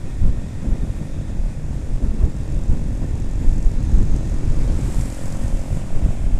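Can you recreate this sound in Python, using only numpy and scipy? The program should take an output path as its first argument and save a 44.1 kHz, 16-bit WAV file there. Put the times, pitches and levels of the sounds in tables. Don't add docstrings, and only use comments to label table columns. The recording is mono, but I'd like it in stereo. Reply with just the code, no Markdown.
import sys
import numpy as np
from scipy import signal
from scipy.fft import rfft, irfft, next_fast_len
from scipy.io import wavfile
from scipy.ndimage import uniform_filter1d, map_coordinates

SR = 44100
rng = np.random.default_rng(int(sys.argv[2]) if len(sys.argv) > 2 else 0)


def to_linear_factor(level_db):
    exponent = np.asarray(level_db, float) / 20
    return 10 ** exponent


def store_pcm(level_fs):
    pcm = np.round(np.clip(level_fs, -1, 1) * 32767).astype(np.int16)
    wavfile.write(sys.argv[1], SR, np.atleast_2d(pcm).T)


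N = 281799

# time in seconds, steady strength in dB, fineness (small eddies over big) in dB.
WIND_STRENGTH = [(0, -27, -4.5), (.35, -23, 1), (.55, -28, 1.5), (.9, -27, 2.5), (1.25, -26, 3.5),
                 (1.42, -23.5, -4), (1.6, -24, 3), (1.9, -24.5, 1), (2.45, -24, 0.1), (2.8, -23, -1.2),
                 (3.35, -21, -1.4), (3.62, -22, 0), (4, -20, 0.5), (4.25, -25.5, 3), (4.5, -20.5, 1),
                 (5.1, -23, 2.1), (5.35, -24, -0.5), (6.39, -20, -1.5)]
# frequency in Hz, density in dB per Hz.
BIG_EDDY_COLOUR = [(2, -24), (4, -30), (7, 14.5), (20, 7.5), (35, 10.5), (50, 0.5), (90, -34), (200, -75),
                   (600, -140)]
RUMBLE_COLOUR = [(20, -11), (40, 1), (55, 1.5), (100, -0.5), (150, -4), (200, -34.5), (400, -62),
                 (1500, -140)]
FLUTTER_COLOUR = [(80, -27), (150, -1), (190, 0), (300, -8.5), (450, -16), (800, -28.5), (1500, -37.5),
                  (4000, -57), (9000, -140)]
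# time in seconds, pressure (mostly suction) in full scale,
# half-height width in ms, wake in dB.
LARGE_THUMPS = [(0.248, 0.57, 10.2, 12), (0.28, -0.45, 9.5, 10), (0.729, 0.33, 11, 11),
                (1.942, -0.38, 10, 4), (2.043, -0.45, 8.2, 10), (2.24, -0.82, 6.1, 14),
                (2.699, -0.53, 5.5, 2), (2.715, -0.3, 6, 13.5), (2.888, -0.29, 7.9, 5),
                (3.029, 0.14, 4, 8.5), (3.489, -0.73, 12.2, 5.5), (3.663, -0.59, 11, 5),
                (3.776, -0.36, 9.2, 2.5), (3.949, -0.63, 7.8, 7.5), (3.996, -0.5, 13, 13),
                (4.111, 0.4, 17, 6), (4.141, -0.33, 7.7, 6.5), (4.445, 0.35, 8.3, 3),
                (4.504, -0.41, 10.3, 0), (4.59, 0.37, 16, 7.5), (4.624, -0.39, 8.8, 5),
                (4.699, -0.23, 11, 4), (4.969, 0.32, 9.2, 3.5), (5.433, 0.23, 7.6, 8),
                (5.549, -0.36, 11.6, 6), (5.729, -0.33, 4.3, 7.5), (5.959, -0.26, 28, 9),
                (6.052, 0.5, 7.2, 8), (6.109, -0.32, 12.6, 7), (6.269, -0.43, 13.3, 6)]
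# time in seconds, pressure in full scale, half-height width in ms.
LESSER_THUMPS = [(0.219, -0.46, 6.4), (0.229, -0.33, 4.8), (0.268, -0.5, 8.1), (0.295, 0.32, 4.7),
                 (0.329, 0.14, 22), (0.676, -0.25, 5.7), (0.688, 0.26, 4.2), (0.719, -0.31, 9.6),
                 (0.904, 0.26, 5.4), (1.397, -0.25, 6.2), (1.9, -0.2, 19), (1.956, 0.13, 25),
                 (2.088, -0.31, 6.2), (2.111, 0.24, 8), (2.204, -0.19, 5.6), (2.216, 0.28, 7.4),
                 (2.262, 0.18, 7.4), (2.582, -0.21, 9.9), (2.688, 0.22, 16), (3.013, -0.11, 3.9),
                 (3.284, -0.22, 17), (3.447, -0.34, 2.1), (3.462, 0.14, 12), (3.529, 0.28, 5.7),
                 (3.653, 0.15, 9.6), (3.68, 0.076, 20), (3.827, -0.13, 12), (3.839, 0.34, 5.1),
                 (3.871, 0.33, 6.3), (3.889, -0.31, 6.9), (3.926, 0.29, 5.1), (3.938, 0.28, 5.7),
                 (3.96, 0.093, 4.6), (3.976, 0.3, 9.2), (3.988, 0.29, 8.4), (4.049, 0.17, 3.8),
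                 (4.13, 0.22, 8.7), (4.169, 0.17, 5.4), (4.237, -0.083, 6.5), (4.368, 0.14, 18),
                 (4.388, -0.19, 16), (4.479, 0.2, 4.2), (4.514, -0.26, 5.4), (4.532, 0.27, 10),
                 (4.545, -0.025, 4.2), (4.579, 0.09, 4), (4.679, 0.19, 9.4), (4.755, 0.18, 3.7),
                 (4.774, -0.21, 11), (4.986, -0.29, 2.5), (5.002, -0.22, 3), (5.448, -0.29, 3.9),
                 (5.469, -0.27, 9.5), (5.536, 0.14, 4.6), (5.935, 0.26, 24), (6.026, -0.23, 6.2),
                 (6.092, 0.3, 3.4), (6.241, 0.31, 5.9), (6.303, 0.16, 9.9), (6.346, -0.27, 5.5)]
# time in seconds, half length in seconds, then big, middle and small eddies in dB.
GUSTS_AND_LULLS = [(0.055, 0.064, 4.5, 4.5, 5), (0.657, 0.047, -3, -1.5, 5), (0.836, 0.076, 3, 1.5, 0),
                   (1.105, 0.035, 12.5, -12, -5), (1.6, .12, -1, -4, -4), (0.545, .05, 3.5, 4.5, -2.5),
                   (1.05, 0.044, -2, 3, 2.5), (1.703, 0.067, 4, 0, -4.5), (1.97, 0.081, -10, 3, -3),
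                   (2.303, 0.069, 2.5, -2, -2), (4.42, 0.14, -3, 4, 0.5), (4.676, 0.047, -3, 6, 2),
                   (1.893, 0.057, -10, 3, 3.5), (2.148, 0.12, 6, -6, 1.5), (2.713, 0.063, 2, -4, -0.5),
                   (3.15, 0.059, -7.5, 0.5, -1), (3.44, 0.06, 2, 6.5, 0.5), (3.615, 0.085, 2.5, -5, -1.5),
                   (4.353, 0.074, 6.5, -0.5, -2), (4.504, 0.12, -2, 3.5, 2.5), (4.794, 0.07, -1, 0, 0),
                   (4.955, 0.063, -4, -6, -2.5), (5.27, 0.044, 0.5, -2, -0.5), (5.72, 0.056, -6, -1, -3),
                   (5.143, 0.085, -6, -4.5, -7), (5.297, 0.044, 3, -0.5, -0.5), (5.746, 0.067, 2, -2.5, 0),
                   (5.89, 0.053, -15, -4.5, 0), (6.16, 0.032, -5, -8.5, -5)]
# time in seconds, firings per second.
FIRING_RATE = [(0.0, 43.622), (0.8, 44.187), (1.6, 44.153), (2.4, 44.281), (3.19, 44.468), (3.99, 44.688),
               (4.79, 44.786), (5.59, 44.781), (6.39, 44.614)]
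# time in seconds, load in dB, throttle bark in dB, valve force in dB,
# hot gas in dB (the middle pipe sounds higher).
ENGINE_LOAD = [(0, -3.5, -6, -3, -12), (.8, -7, 0.5, -1, -14), (1.6, 0, -1, -5, -11),
               (2.4, 3.5, 0, 6.5, -10), (3.2, 13, 3.5, 8, -19), (4, 12.5, 0, 4, -15), (4.3, 12, 3, 12, -15),
               (4.6, 0, 1, 6, -10), (4.9, 6, 1.5, 9, -11), (5.1, 14.5, 6.5, 17.5, -8),
               (5.4, 10, 7, 10, -11), (5.65, 8, 7, 11, -3), (5.85, -6, 1.5, 5, -3), (6.05, -13, -7, -6, 4),
               (6.39, 1, -5, -11, -1)]
# frequency in Hz, width in Hz, level in dB.
LOW_PIPE_MODES = [(244, 147, -2), (349, 35, -8.5)]
HIGH_PIPE_MODES = [(698, 46, 3), (880, 120, 1)]
VALVE_MODES = [(4700, 1400, 17), (6750, 1360, 27), (7670, 1700, 25.5), (11400, 5000, 7)]
# time in seconds, peak in dB.
HARD_SEATINGS = [(1.3024, -50), (1.8448, -47), (2.0259, -43), (2.1397, -43), (2.3655, -42), (2.637, -41),
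                 (2.7719, -51), (2.8169, -55), (2.8395, -46), (3.0418, -41), (3.1767, -39), (3.199, -40),
                 (3.2212, -54), (3.3113, -44), (3.3338, -42), (3.356, -39), (3.3783, -43), (3.4236, -44),
                 (3.492, -37), (3.5358, -38), (3.5584, -42), (3.5802, -35), (3.626, -31), (3.6474, -48),
                 (3.6706, -42), (3.715, -35), (3.7374, -47), (3.7821, -49), (3.8046, -40), (3.8275, -35),
                 (3.8495, -40), (3.8947, -42), (3.917, -35), (3.939, -41), (3.9615, -43), (3.9836, -38),
                 (4.0284, -33), (4.0509, -43), (4.1625, -31), (4.2526, -39), (4.4533, -41), (4.4979, -47),
                 (4.5215, -41), (4.6544, -41), (4.6765, -35), (4.7231, -42), (4.81, -33), (4.9448, -37),
                 (4.9675, -37), (5.0118, -31), (5.0341, -35), (5.0563, -32), (5.1008, -31), (5.124, -31),
                 (5.257, -26), (5.2795, -32), (5.324, -26), (5.3693, -29), (5.4369, -36), (5.5926, -36)]
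# frequency in Hz, width in Hz, level in dB, start in seconds, length in seconds.
FRAME_MODES = [(1842, 45, -59.5, -.5, 1.75), (1820, 90, -64, 1.1, 2.1), (1812, 50, -61, 3, 1.6),
               (1832, 55, -57.5, 4.9, .7), (2510, 80, -65.5, 0, 1.7), (2675, 41, -66, 2, 2.8),
               (2675, 60, -64, 5.3, 1.4), (3100, 250, -64.5, 5.3, 1.4), (3400, 200, -68, 0, 1.4),
               (3660, 200, -66.5, -.5, 1.9), (3400, 170, -72, 1.8, 2.6), (3780, 120, -69.5, 2, 3),
               (4050, 250, -65, 3.7, .6), (7100, 700, -59, 3.35, .4), (6400, 370, -57.5, 3.8, .55)]
# time abreast in seconds, side gap in m, speed over ours in m/s,
# tyres in dB at 1 m, dragged air in dB abreast, tyres dull above Hz.
NEIGHBOURS = [
    (4.98, 1.9, -5, 3.5, -47.5, 6000),
    (5.45, 3.65, 6, 6.5, -54, 3200),
]
# frequency in Hz, density in dB per Hz.
OWN_ROAR_COLOUR = [(400, -4), (900, -0.5), (1020, -4.5), (1250, -7.5), (1500, -5.5), (2150, -7.5),
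                   (2600, -7.5), (2760, -11.5), (3050, -15), (3400, -11), (3800, -12.5), (4100, -16.5),
                   (4500, -18), (7000, -120)]
PASSING_ROAR_COLOUR = [(400, -5), (900, 2), (1400, -3), (2200, -4), (2800, -8), (3500, -9), (4500, -10.5),
                       (7000, -120)]
HISS_COLOUR = [(2500, -57), (4000, -11), (4900, -0.5), (5800, -1), (7200, 0.5), (9000, -3.5), (10500, -10),
               (13000, -20), (15200, -26)]
AIR_COLOUR = [(5000, -46), (7500, 9.5), (9000, 4.5), (11000, -0.5), (13000, -7), (15200, -12)]
# time in seconds, half length in seconds, swell in dB.
WHISTLE_SWELLS = [
    (.3, .15, 5),
    (0.952, .15, 7),
    (1.6, 0.16, 1),
    (2.05, .15, 3),
    (2.9, .12, 4),
    (3.6, .15, -1),
    (4.15, .12, -4),
    (6.2, .15, 4),
]


def wind():
    strength_db, fine_db = curves(WIND_STRENGTH)
    mean_db = strength_db.mean()
    swing_db = strength_db - mean_db
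    lump = wobble(28)
    big = rush(BIG_EDDY_COLOUR, patchy_db=.5, lumps=to_linear_factor(.5 * lump))
    big = unit(big - 0.039 * (big ** 2 - 1))
    middle = rush(RUMBLE_COLOUR, patchy_db=.6, lumps=to_linear_factor(1.2 * lump + .8 * wobble(20)))
    small = rush(FLUTTER_COLOUR, patchy_db=1.2, lumps=to_linear_factor(1.1 * lump + 1.1 * wobble(45)))

    push, cover, wake_db = thumps()
    big_db, middle_db, small_db = puffs()
    gust = wobble(9)
    big_db = big_db + 1.34 * swing_db + 0.81 * wake_db + 0.73 * gust - 0.49 * fine_db
    middle_db = middle_db - 3 + swing_db + 0.76 * wake_db + 0.41 * gust + 0.72 * fine_db
    small_db = small_db - 11 + 0.55 * swing_db + 0.81 * wake_db + 0.16 * gust + fine_db

    thump_bed = to_linear_factor(big_db) * big * (1 - 0.41 * cover)
    rumble = to_linear_factor(middle_db) * middle * (1 - 0.48 * cover)
    flutter = to_linear_factor(small_db) * small * (1 - 0.098 * cover)
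    return push + to_linear_factor(mean_db) * (thump_bed + rumble + flutter)


def thumps():
    large_rebound, lesser_rebound, lesser_wake_db = 0.25, 0.11, 2
    flank_widths = 1.47
    wake_rise_s, wake_fall_s = 0.032, 0.043
    push, cover, wake = np.zeros(N), np.zeros(N), np.zeros(N)
    t = np.arange(N) / SR

    def bell(u):
        return np.exp(-4 * np.log(2) * u ** 2)

    large = [(*row, large_rebound) for row in LARGE_THUMPS]
    lesser = [(*row, lesser_wake_db, lesser_rebound) for row in LESSER_THUMPS]
    for s, pressure, width_ms, wake_db, rebound in large + lesser:
        centre = round(s * SR)
        near = slice(max(centre - SR // 4, 0), centre + SR // 4)
        late_s = t[near] - s
        u = late_s * 1000 / width_ms
        flanks = bell(u - flank_widths) + bell(u + flank_widths)
        push[near] += 1.15 * pressure * (bell(u) - rebound * flanks)
        cover[near] += np.exp(-(u / 2.67) ** 2)
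        spread_s = np.where(late_s < 0, wake_rise_s, wake_fall_s)
        wake[near] = np.maximum(wake[near], wake_db * np.exp(-(late_s / spread_s) ** 2))
    vented = push - uniform_filter1d(push, size=SR // 8)
    return vented, np.clip(cover, 0, 1), wake


def puffs():
    t = np.arange(N) / SR
    return sum(np.outer(db, np.exp(-((t - s) / half_s) ** 2)) for s, half_s, *db in GUSTS_AND_LULLS)


def engine():
    turns = np.cumsum(curves(FIRING_RATE)[0]) / SR - .29
    ticks = np.flatnonzero(np.diff(np.floor(turns)) > 0)
    load_db, bark_db, valve_db, hot_db = curves(ENGINE_LOAD)
    shake = to_linear_factor(-42) * np.sin(2 * np.pi * turns) + to_linear_factor(-46) * np.sin(6 * np.pi * turns)
    return valves(ticks, valve_db) - exhaust(ticks, load_db, bark_db, hot_db) + shake + frame()


def exhaust(ticks, load_db, bark_db, hot_db):
    chance = rng.standard_normal((3, len(ticks)))
    puff_s = -.0008 + .00006 * chance[0]
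    body = train(ticks, puff_s, to_linear_factor(0.76 * chance[1]))
    low = ringing(ringing(body, LOW_PIPE_MODES), [(257, 186, 0)])
    crest = train(ticks, puff_s + .0016, to_linear_factor(1.2 * chance[2]))
    front = swelling(crest, [(620, 600, 0)])

    leads_s, lingers_s = 0.14, 0.42
    n = np.arange(N)
    long_bark_db = np.max([np.interp(n + s * SR, n, bark_db) for s in (leads_s, 0, -lingers_s)], axis=0)
    low_db = -43.5 + 0.46 * load_db
    middle_db = -49 + bark_db + .9 * wobble(5)
    high_db = -71 + 12 * np.tanh(long_bark_db / 7.5)

    out = to_linear_factor(low_db) * low
    out = out + to_linear_factor(middle_db) * swelling(front, [(533, 95, 0)])
    out = out + to_linear_factor(-49 + hot_db) * swelling(front, [(633, 140, 0)])
    out = out + to_linear_factor(high_db) * swelling(front, HIGH_PIPE_MODES)
    return dulled(out, 1030)


def valves(ticks, valve_db):
    burst = to_linear_factor(-60 * np.arange(600) / SR / 0.022)
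    usual = train(ticks, -.0005, to_linear_factor(2.5 * rng.standard_normal(len(ticks))))
    hard_s, hard_db = np.transpose(HARD_SEATINGS)
    hard = np.bincount((hard_s * SR).astype(int), to_linear_factor(0.79 * hard_db), N)

    def clatter(blows):
        noise = np.convolve(blows, burst)[:N] * rng.standard_normal(N)
        return ringing(ringing(noise, VALVE_MODES), [(7500, 23000, 0)])

    return to_linear_factor(-67 + valve_db) * clatter(usual) + to_linear_factor(-62) * clatter(hard)


def frame():
    fade_s = 0.079
    t = np.arange(N) / SR
    unsteady_db = .5 * wobble(7)

    def opens(s):
        return (1 + np.tanh((t - s) / fade_s)) / 2

    sing = np.zeros(N)
    for hz, width_hz, db, from_s, length_s in FRAME_MODES:
        gate = opens(from_s) - opens(from_s + abs(length_s))
        sing += to_linear_factor(db + unsteady_db) * gate * ringing(rng.standard_normal(N), [(hz, width_hz, 0)])
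    return sing


def traffic():
    each, air = riders()
    t = np.arange(N) / SR
    draught = .6 * wobble(40) + .5 * wobble(11)

    passing = np.zeros(N)
    for gain, row in zip(each, NEIGHBOURS):
        passing += gain * dulled(rush(PASSING_ROAR_COLOUR, patchy_db=0.8), row[-1])
    own = to_linear_factor(-49.5) * rush(OWN_ROAR_COLOUR, patchy_db=0.53)
    roar = to_linear_factor(0.77 * draught) * (own + to_linear_factor(-43.5) * passing)

    hiss_gain = np.hypot(to_linear_factor(-55), to_linear_factor(-47.5) * np.hypot(*each))
    hiss = hiss_gain * to_linear_factor(0.67 * draught) * rush(HISS_COLOUR, patchy_db=0.55)
    lower = filtered(hiss, lambda hz: 1 / (1 + (hz / 6300) ** 8))
    hush_db = -1.3 * (1 + np.tanh((t - 5.5) / .3))
    hiss = hiss + lower * (to_linear_factor(hush_db) - 1)

    swell_db = sum(db * np.exp(-((t - s) / half_s) ** 2) for s, half_s, db in WHISTLE_SWELLS) + wobble(5.9)
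    air_gain = np.hypot(air, to_linear_factor(-65.5 + swell_db))
    return roar + hiss + to_linear_factor(1.6 * draught) * air_gain * rush(AIR_COLOUR, patchy_db=-0.5)


def riders():
    shadow_db, shadow_m = -2, 0.6
    air_power, air_trails = 5.4, 0.65
    t = np.arange(N) / SR
    tyres, air = [], 0
    for s, side_m, speed, tyre_db, air_db, _ in NEIGHBOURS:
        ahead_m = speed * (t - s)
        metres = np.hypot(side_m, ahead_m)
        screen_db = shadow_db * (1 - np.tanh(ahead_m / shadow_m + 1)) / 2
        tyres.append(to_linear_factor(tyre_db + screen_db) / metres)
        air_m = np.hypot(side_m, 1.16 * ahead_m * np.where(t > s, air_trails, 1))
        air = np.hypot(air, to_linear_factor(air_db) * (side_m / air_m) ** air_power)
    return tyres, air


def unit(x):
    return x / np.sqrt(np.mean(x ** 2) + 1e-20)


def curves(rows):
    s, *cols = np.transpose(rows)
    return [np.interp(np.arange(N) / SR, s, c) for c in cols]


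def wobble(rate):
    knots = rng.standard_normal(int(N * rate / SR) + 4)
    return map_coordinates(knots, [np.arange(N) * rate / SR])


def train(ticks, delay_s, sizes):
    return np.bincount(np.clip((ticks + delay_s * SR).astype(int), 0, N - 1), sizes, N)


def filtered(x, response):
    m = next_fast_len(N + SR // 2)
    return irfft(rfft(x, m) * response(np.fft.rfftfreq(m, 1 / SR)), m)[:N]


def dulled(x, top_hz):
    return filtered(x, lambda hz: 1 / np.hypot(1, (hz / top_hz) ** 4))


def resonance(f, centre, width):
    return 1j * f * width / (centre * centre - f * f + 1j * f * width)


def ringing(x, modes):
    return unit(filtered(x, lambda f: sum((-1) ** k * to_linear_factor(db) * resonance(f, c, w)
                                          for k, (c, w, db) in enumerate(modes))))


def swelling(x, modes):
    return unit(filtered(x, lambda f: sum(to_linear_factor(db) * np.abs(resonance(f, c, w)) ** 1.5 for c, w, db in modes)))


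def rush(spectrum, patchy_db, lumps=1):
    z = signal.stft(rng.standard_normal(N + 512), nperseg=512)[2]
    field = uniform_filter1d(rng.standard_normal(z.shape), size=6, axis=0)
    field = uniform_filter1d(field, size=10, axis=1)
    white = signal.istft(z * to_linear_factor(patchy_db * unit(field)), nperseg=512)[1][:N]
    f, db = np.transpose(spectrum)
    return unit(filtered(white * lumps, lambda hz: to_linear_factor(np.interp(np.log(hz + 0.091), np.log(f), db))))


def scene():
    return np.tile(wind() + engine() + traffic(), (2, 1))


def top_cut(x):
    return signal.sosfilt(signal.butter(12, 15210, fs=SR, output="sos"), x)


def record(dry):
    x = filtered(dry[0], lambda hz: hz < 15270)
    drift = to_linear_factor(-61) * rush([(5, 7), (60, -1), (150, -40), (300, -60), (500, -120)], patchy_db=1.1)
    return top_cut(np.array([x + drift, x - drift]))


dry = scene()
out = record(dry)
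store_pcm(out)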